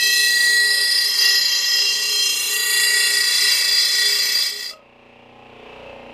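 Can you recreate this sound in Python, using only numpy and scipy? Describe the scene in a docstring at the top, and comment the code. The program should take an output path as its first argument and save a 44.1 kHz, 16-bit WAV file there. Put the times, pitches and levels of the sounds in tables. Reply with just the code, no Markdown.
"""A bench grinder in a shed. From the start a steel blade is drawn along the wheel: grit, much the same
on every turn, rings the blade's modes by where the wheel touches, and ripples in the rim squeal.
Near 4.5 s the blade eases off, then knocks the tool rest as it is lifted away. From 4.8 s the free
motor hums on while the automatic gain creeps back up."""
import sys
import numpy as np
from scipy import signal
from scipy.fft import rfft, irfft, next_fast_len
from scipy.io import wavfile
from scipy.ndimage import uniform_filter1d

SR = 44100
rng = np.random.default_rng(int(sys.argv[2]) if len(sys.argv) > 2 else 0)


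def put_to_file(sound):
    """Save the sound as 16-bit audio at rate SR, in the file named by the first command-line argument."""
    columns = np.atleast_2d(sound).T  # one column per channel
    safe = np.clip(columns, -1, 1)
    whole_steps = np.round(safe * 32767)
    wavfile.write(sys.argv[1], SR, whole_steps.astype(np.int16))


N = 270333
TIME_S = np.arange(N) / SR

# wheel drags under load, then runs free: time_s, turns_per_s, grit_repeat_share
WHEEL_MOTION = [(0, 29.67, .9), (1.4, 29.59, .55), (2.5, 29.58, .7), (4.0, 29.52, .62), (4.5, 29.54, .5),
                (4.8, 29.88, .7)]
# blade modes: pitch_hz
BLADE_MODE_HZ = [412, 992, 1175, 1449, 1925, 2257, 2613, 2770, 3203, 3445, 4019, 4146, 4754, 5130, 5270,
                 6000, 6580, 6960, 7450, 7620, 7940, 8350, 8570, 9190, 9510, 9890, 11040, 11410, 11680,
                 12020, 1995]


def undb(db):
    """Decibels to amplitude."""
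    return 10 ** (np.asarray(db) / 20)


def level(x, rms_db):
    """Scale to an RMS level."""
    return x * undb(rms_db) / np.sqrt(np.mean(x ** 2))


def curves(table):
    """Per-sample curve of each column after time_s."""
    time_s, *columns = np.transpose(table)
    return [np.interp(TIME_S, time_s, column) for column in columns]


def colour(x, points):
    """Filter by (pitch_hz, gain_db) points on a log-frequency axis."""
    hz, db = np.transpose(points)
    size = next_fast_len(N)
    bin_hz = np.maximum(np.arange(size // 2 + 1) * SR / size, 1)
    return irfft(rfft(x, size) * undb(np.interp(np.log(bin_hz), np.log(hz), db)), size)[:N]


def ring(x, hz, width_hz):
    """One resonance, applied twice for steep flanks; unit RMS."""
    b, a = signal.iirpeak(hz, hz / max(width_hz, 2), fs=SR)
    return level(signal.sosfilt([[*b, *a]] * 2, x), 0)


def walk(rate_hz):
    """Smooth random drift, spread near 1."""
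    hold = int(SR / rate_hz)
    steps = np.repeat(rng.standard_normal(N // hold + 2), hold)
    return 1.4 * uniform_filter1d(uniform_filter1d(steps, hold), hold)[:N]


def surface(turns, repeat, points_per_turn=1480):
    """Noise laid round the rim, read by angle, partly renewed each turn."""
    rim = rng.standard_normal((int(turns[-1]) + 1, points_per_turn))
    keep = np.clip(np.interp(np.arange(len(rim)), turns, repeat), 0, .98)
    for k in range(1, len(rim)):
        rim[k] = keep[k] * rim[k - 1] + np.sqrt(1 - keep[k] ** 2) * rim[k]
    return rim.ravel()[(turns * points_per_turn).astype(int)]


def blade(turns, repeat, hollow_share=0.55):
    """Grit drives each mode by its shape at the touching point; the modes share the level."""
    # pressure on the wheel: time_s, level_db, upper_rings_relative_db
    pressure = [(0, -17, -22), (.41, -17.5, -20), (.75, -16.5, -28.5), (1.17, -17.5, -28), (1.24, -13, -22),
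                (1.42, -18, -31), (2.0, -18.5, -28), (2.3, -19.5, -27), (2.45, -21, -14),
                (2.78, -17.5, -19), (3.0, -17.5, -27.5), (4.38, -17, -28.5), (4.47, -20.5, -26),
                (4.53, -28, -29), (4.64, -27.5, -19), (4.71, -33, -23), (4.75, -54.5, -30), (4.8, -81, -34)]
    # touching point along the blade: time_s, stroke_fraction
    stroke = [(0, 0), (1.1, 0.38), (2.2, 0.63), (2.75, 0.81), (3.3, 0.9), (4.4, 0.97)]
    # per BLADE_MODE_HZ: width_hz, start_weight_db, end_weight_db, half_waves_crossed,
    # offset_half_waves, share_at_node
    modes = [(17.65, -46.5, -45.5, 1.8, 0.74, 0.61), (70.0, -50, -53, 0.58, 0.63, 0.1),
             (60.3, -46, -48, 0.61, 0.54, 0.15), (80.5, -58.5, -48, 2.4, 0.018, 0.54),
             (39.6, -26.5, -32, 1.51, 0.52, 0.33), (60.0, -54, -39.5, 1.55, 0.54, 0.88),
             (25.1, -29, -38, 0.47, 0.29, 0.2), (30.0, -35.5, -27.5, 1.3, 0.24, 0.15),
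             (25.33, -30.5, -33, 1.55, 0.19, 0.11), (51.3, -37, -32.5, 1.09, 0.86, 0.37),
             (35.0, -27, -31.5, 0.63, 0.082, 0.52), (40.3, -28, -27, 0.83, 0.88, 0.5),
             (45.8, -23.5, -23.5, 1.285, 0.6, 0.22), (55.3, -24, -28, 1.58, 0.26, 0.16),
             (55.0, -32.5, -31.5, 1.505, 0.27, 0.28), (66.6, -30.5, -32, 1.82, 0.043, 0.18),
             (40.2, -38, -35.5, 1.65, 0.97, 0.27), (100.0, -37.5, -33.5, 2.995, 0.67, 0.64),
             (40.0, -42, -36.5, 1.55, 0.81, 0.36), (50.0, -39, -39.5, 1.36, 0.99, 0.2),
             (13, -44, -41.5, 1.2, 0.77, 0.31), (50.7, -34, -39, 1.75, 0.67, 0.15),
             (65.0, -48.5, -39.5, 1.4, 0.88, 0.13), (89.9, -33.5, -40, 1.7, 0.62, 0.1),
             (45.5, -37, -36, 1.71, 0.64, 0.073), (50.0, -39.5, -35, 2.09, 0.45, 0.15),
             (35.0, -38, -44, 2.6, 0.05, 0.45), (60.0, -37, -39, 2.6, 0.05, 0.4),
             (40.06, -36.5, -44.5, 1.04, 0.3, 0.29), (50.0, -53.5, -40, 3.3, 0.8, 0.34),
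             (60, -39, -36.5, 1.5, .5, 0.24)]
    # thin rings among and above the top modes: pitch_hz, width_hz, weight_db
    upper_rings = [(10500, 82, 0.5), (12250, 110, -2), (12900, 110, -5.5), (13500, 71, -1), (13800, 50, -3),
                   (14600, 90, -4.5), (15100, 45, -11), (15300, 50, -12)]
    # tool rest and bench buzz under the blade: pitch_hz, width_hz, relative_db
    rest_modes = [(190, 44, -47.5), (565, 77, -39.5)]
    level_db, upper_db = curves(pressure)
    place, = curves(stroke)
    # wheel out of true, hand chattering
    runout_db = 1.6 * np.cos(2 * np.pi * turns) + 1.1 * np.cos(4 * np.pi * turns + 1.3)
    bite = undb(runout_db + 0.61 * walk(14)) * (TIME_S < pressure[-1][0])
    # separate rim tracks, so neighbouring rings do not cancel
    tracks = [surface(turns, repeat) * bite for _ in range(3)]
    weights = np.array([undb(start_db + (end_db - start_db) * place)
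                        * np.hypot(np.cos(np.pi * (half_waves * place + offset)), at_node)
                        for _, start_db, end_db, half_waves, offset, at_node in modes])
    shares = weights / np.sqrt(np.sum(weights ** 2, axis=0))
    grid_s = TIME_S[::SR // 100]
    dips = [np.interp(TIME_S, grid_s, undb(hollow_share * db)) for db in hollow_db(BLADE_MODE_HZ, grid_s)]
    rings = sum(dips[k] * shares[k] * ring(tracks[k % 2], hz, modes[k][0])
                for k, hz in enumerate(BLADE_MODE_HZ))
    upper = sum(undb(db) * ring(tracks[0], hz, width_hz) for hz, width_hz, db in upper_rings)
    upper += undb(1) * ring(tracks[1], 13600, width_hz=2500)
    rasp = faint_modes(tracks[2], shares * undb(-12 + 3.9 * place))  # grows toward the blade's end
    buzz = sum(undb(db) * ring(tracks[2], hz, width_hz) for hz, width_hz, db in rest_modes)
    return undb(level_db) * (undb(-3) * rings + rasp + buzz + undb(upper_db) * level(upper, 0))


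def faint_modes(grit, shares, hiss_gain_db=-6.5):
    """Neighbours of like shape round each blade mode, hiss between, hollows cut out."""
    # the many modes between: pitch_hz, relative_density_db
    hiss_spectrum = [(25, -30), (170, -18.5), (300, -35.5), (800, -9), (1500, -14), (2000, -25),
                     (3500, -23), (5000, -22), (7500, -24), (10450, -15.5), (12300, -21), (13000, -30.5),
                     (15700, -36)]
    hiss_hz, hiss_db = np.transpose(hiss_spectrum)
    hz, frame_s, frames = signal.stft(grit, SR, nperseg=512)
    at = np.minimum((frame_s * SR).astype(int), N - 1)
    power = undb(np.interp(np.log(hz + 1), np.log(hiss_hz), hiss_db) + hiss_gain_db)[:, None] ** 2
    for centre_hz, share in zip(BLADE_MODE_HZ, shares):
        spread_hz = 70 + 0.013 * centre_hz
        skirt = len(hz) * hz[1] / spread_hz / (1 + ((hz - centre_hz) / spread_hz) ** 2) ** 2
        power = power + np.outer(skirt, share[at] ** 2)
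    gain = np.sqrt(power) * undb(hollow_db(hz, frame_s))
    return signal.istft(frames * gain, SR, nperseg=512)[1][:N]


def hollow_db(hz, time_s):
    """Nodes pass the touching point from low modes to high, so hollows climb the spectrum."""
    # climbing notches: start_s, end_s, from_hz, to_hz, width_hz, depth_db
    hollows = [(0.22, 1.35, 4900, 8300, 320, 4.5), (1, 2.5, 8500, 10600, 1100, 9),
               (.05, 1.0, 9200, 14500, 600, 11), (2.2, 3.4, 4200, 6900, 340, 8)]
    gain_db = 0
    for start_s, end_s, from_hz, to_hz, width_hz, depth_db in hollows:
        progress = np.clip((time_s - start_s) / (end_s - start_s), 0, 1)
        centre_hz = from_hz + (to_hz - from_hz) * progress
        notch = np.exp(-((np.c_[hz] - centre_hz) / width_hz) ** 2)
        gain_db -= depth_db * np.sqrt(np.abs(np.sin(np.pi * progress))) * notch
    return gain_db


def squeal(turns):
    """Ripples worn into the rim sing a whole number of cycles a turn, next to a mode."""
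    # tones, silent unless end_s > start_s: start_s, end_s, near_pitch_hz, level_db
    tones = [(-0.5, 0.69, 1928, -23), (0.1, 1.3, 1924, -25.5), (2.5, 3.35, 1921, -23),
             (4.5, 3.75, 1920, -29.5), (-1.4, 0.39, 2610, -23), (-0.4, 0.45, 4003, -30),
             (0.1, 0.68, 4149, -28.5), (1.63, 2.44, 4144, -25), (1.5, 1.88, 3197, -28),
             (2, 2.36, 3197, -27), (1.7, 1.9, 2782, -32.5), (1.5, 3.3, 2780, -33.5), (1.5, 0.72, 4742, -33),
             (3, 3.6, 4757, -31.5), (3, 4.57, 4755, -26), (2.5, 2.2, 5120, -32.5), (4.5, 4.62, 413, -47)]
    wheel_s, turns_per_s, _ = np.transpose(WHEEL_MOTION)
    out = np.zeros(N)
    for start_s, end_s, hz, db in tones:
        on = slice(max(int(start_s * SR), 0), int(end_s * SR))
        swell = np.sqrt(np.sin(np.pi * np.clip((TIME_S[on] - start_s) / (end_s - start_s), 0, 1)))
        ripples = np.round(hz / np.interp(start_s, wheel_s, turns_per_s))
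        angle_rad = 2 * np.pi * turns[on]
        waver = walk(12)[on]
        amplitude = np.sqrt(2) * undb(db + 1.2 * waver + 1.3 * np.cos(angle_rad)) * swell
        out[on] += amplitude * np.cos(ripples * angle_rad + 0.48 * waver)
    return out


def motor(turns, swell_width_hz=60):
    """Shaft orders bunch loosely into a thud each turn, over a partly repeating rattle and mains hum."""
    # shaft harmonics: order, weight_db
    orders = [(1, -12), (2, -14), (3, -13), (4, -6), (5, -17), (6, -18), (7, -8), (8, 0), (9, -7),
              (10, -10), (11, -12), (12, -11), (13, -10), (14, -5), (15, -5), (16, -2), (17, -7), (18, -2),
              (19, -1), (20, -7), (21, -13), (22, -8), (23, -13), (24, -7), (25, -7), (26, -9), (27, -6),
              (28, -8), (29, -16), (30, -10), (31, -12), (32, -11), (33, -17), (34, -18), (35, -10),
              (36, -12)]
    # orders swell as the blade is turned over near the wheel: middle_s, length_s, pitch_hz, lift_db
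    swells = [(4.799, .15, 600, 8.5), (5.403, 0.18, 798, 11.5), (5.653, 0.3, 441, 7.5),
              (5.892, 0.21, 548, 7.5)]
    # mains hum: pitch_hz
    mains_hz = [120, 240]
    # per mains_hz: level_db
    mains_db = [-73.5, -66.5]
    # housing rattle and fan: pitch_hz, relative_density_db
    housing = [(35, -29), (60, -18), (240, -20.5), (550, -16), (820, -13), (1100, -16), (1490, -23),
               (2050, -19), (2470, -15), (2700, -14), (3100, -20), (3580, -27.5), (6530, -43.5),
               (15000, -59.5)]
    angle_rad = 2 * np.pi * turns
    free_turns_per_s = WHEEL_MOTION[-1][1]
    lifts = [(hz, db * np.exp(-(2 * (TIME_S - middle_s) / length_s) ** 2))
             for middle_s, length_s, hz, db in swells]
    hum = 0
    for order, weight_db in orders:
        order_hz = order * free_turns_per_s
        lift_db = sum(db * np.exp(-((order_hz - hz) / swell_width_hz) ** 2) for hz, db in lifts)
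        amplitude = undb(weight_db + 1.3 * walk(3.4) + lift_db)
        phase_rad = 0.02443 * order ** 2 + 0.99 * rng.standard_normal()  # highs lead
        hum += amplitude * np.cos(order * angle_rad + phase_rad)
    mains = sum(undb(db + 1.2 * walk(2.7)) * np.cos(2 * np.pi * hz * TIME_S)
                for hz, db in zip(mains_hz, mains_db))
    throb = undb(1.2 * np.cos(angle_rad + 0.72) + 1.2 * walk(4.4))
    rattle = surface(turns, repeat=np.full(N, .72)) * throb
    whine = ring(rattle, 2610, width_hz=60) + undb(-4) * ring(rattle, 2760, width_hz=60)
    return level(hum, -54) + level(colour(rattle, housing), -56) + undb(-68) * whine + mains


def knocks():
    """The steel taps the tool rest as it leaves."""
    # taps: time_s, gain_db
    taps = [(4.71, -44), (4.735, -40.5), (4.772, -52), (4.803, -57)]
    # ring of a tap: pitch_hz, relative_db, t60_s
    modes = [(628, -0.5, 0.21), (1262, 4.5, 0.15), (2740, 2, 0.071), (3208, -4, .05)]
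    impulses = np.zeros(N)
    for time_s, db in taps:
        impulses[int(time_s * SR)] = undb(db)
    age_s = TIME_S[:SR // 2]
    body = sum(undb(db) * np.sin(2 * np.pi * hz * age_s) * 1000. ** (-age_s / t60_s)
               for hz, db, t60_s in modes)
    return signal.fftconvolve(impulses, body)[:N]


def shed(x, t60_s=.2, tail_db=-15):
    """Wooden walls add a short, even tail."""
    age_s = TIME_S[:SR // 2]
    tail = rng.standard_normal(len(age_s)) * 1000. ** (-age_s / t60_s)
    return x + undb(tail_db) * signal.fftconvolve(x, tail / np.sqrt(np.sum(tail ** 2)))[:N]


def scene():
    """One wheel rotation drives blade, squeal and motor; both channels alike."""
    turns_per_s, repeat = curves(WHEEL_MOTION)
    turns = np.cumsum(turns_per_s) / SR
    steel = blade(turns, repeat) + squeal(turns) + knocks()
    return np.tile(shed(steel) + motor(turns), (2, 1))


def record(dry, loud_db=-34.5, creep_db_per_s=10.5, cutoff_hz=15720):
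    """Automatic gain: lowest while the sound is loud, then creeping up; steep low-pass."""
    loud = uniform_filter1d(dry[0] ** 2, SR // 20) > undb(loud_db) ** 2
    since_loud_s = TIME_S - np.maximum.accumulate(np.where(loud, TIME_S, 0))
    lowpass = signal.ellip(14, .2, 80, cutoff_hz, fs=SR, output="sos")
    return signal.sosfilt(lowpass, dry * undb(creep_db_per_s * since_loud_s))


dry = scene()
out = record(dry)
put_to_file(out)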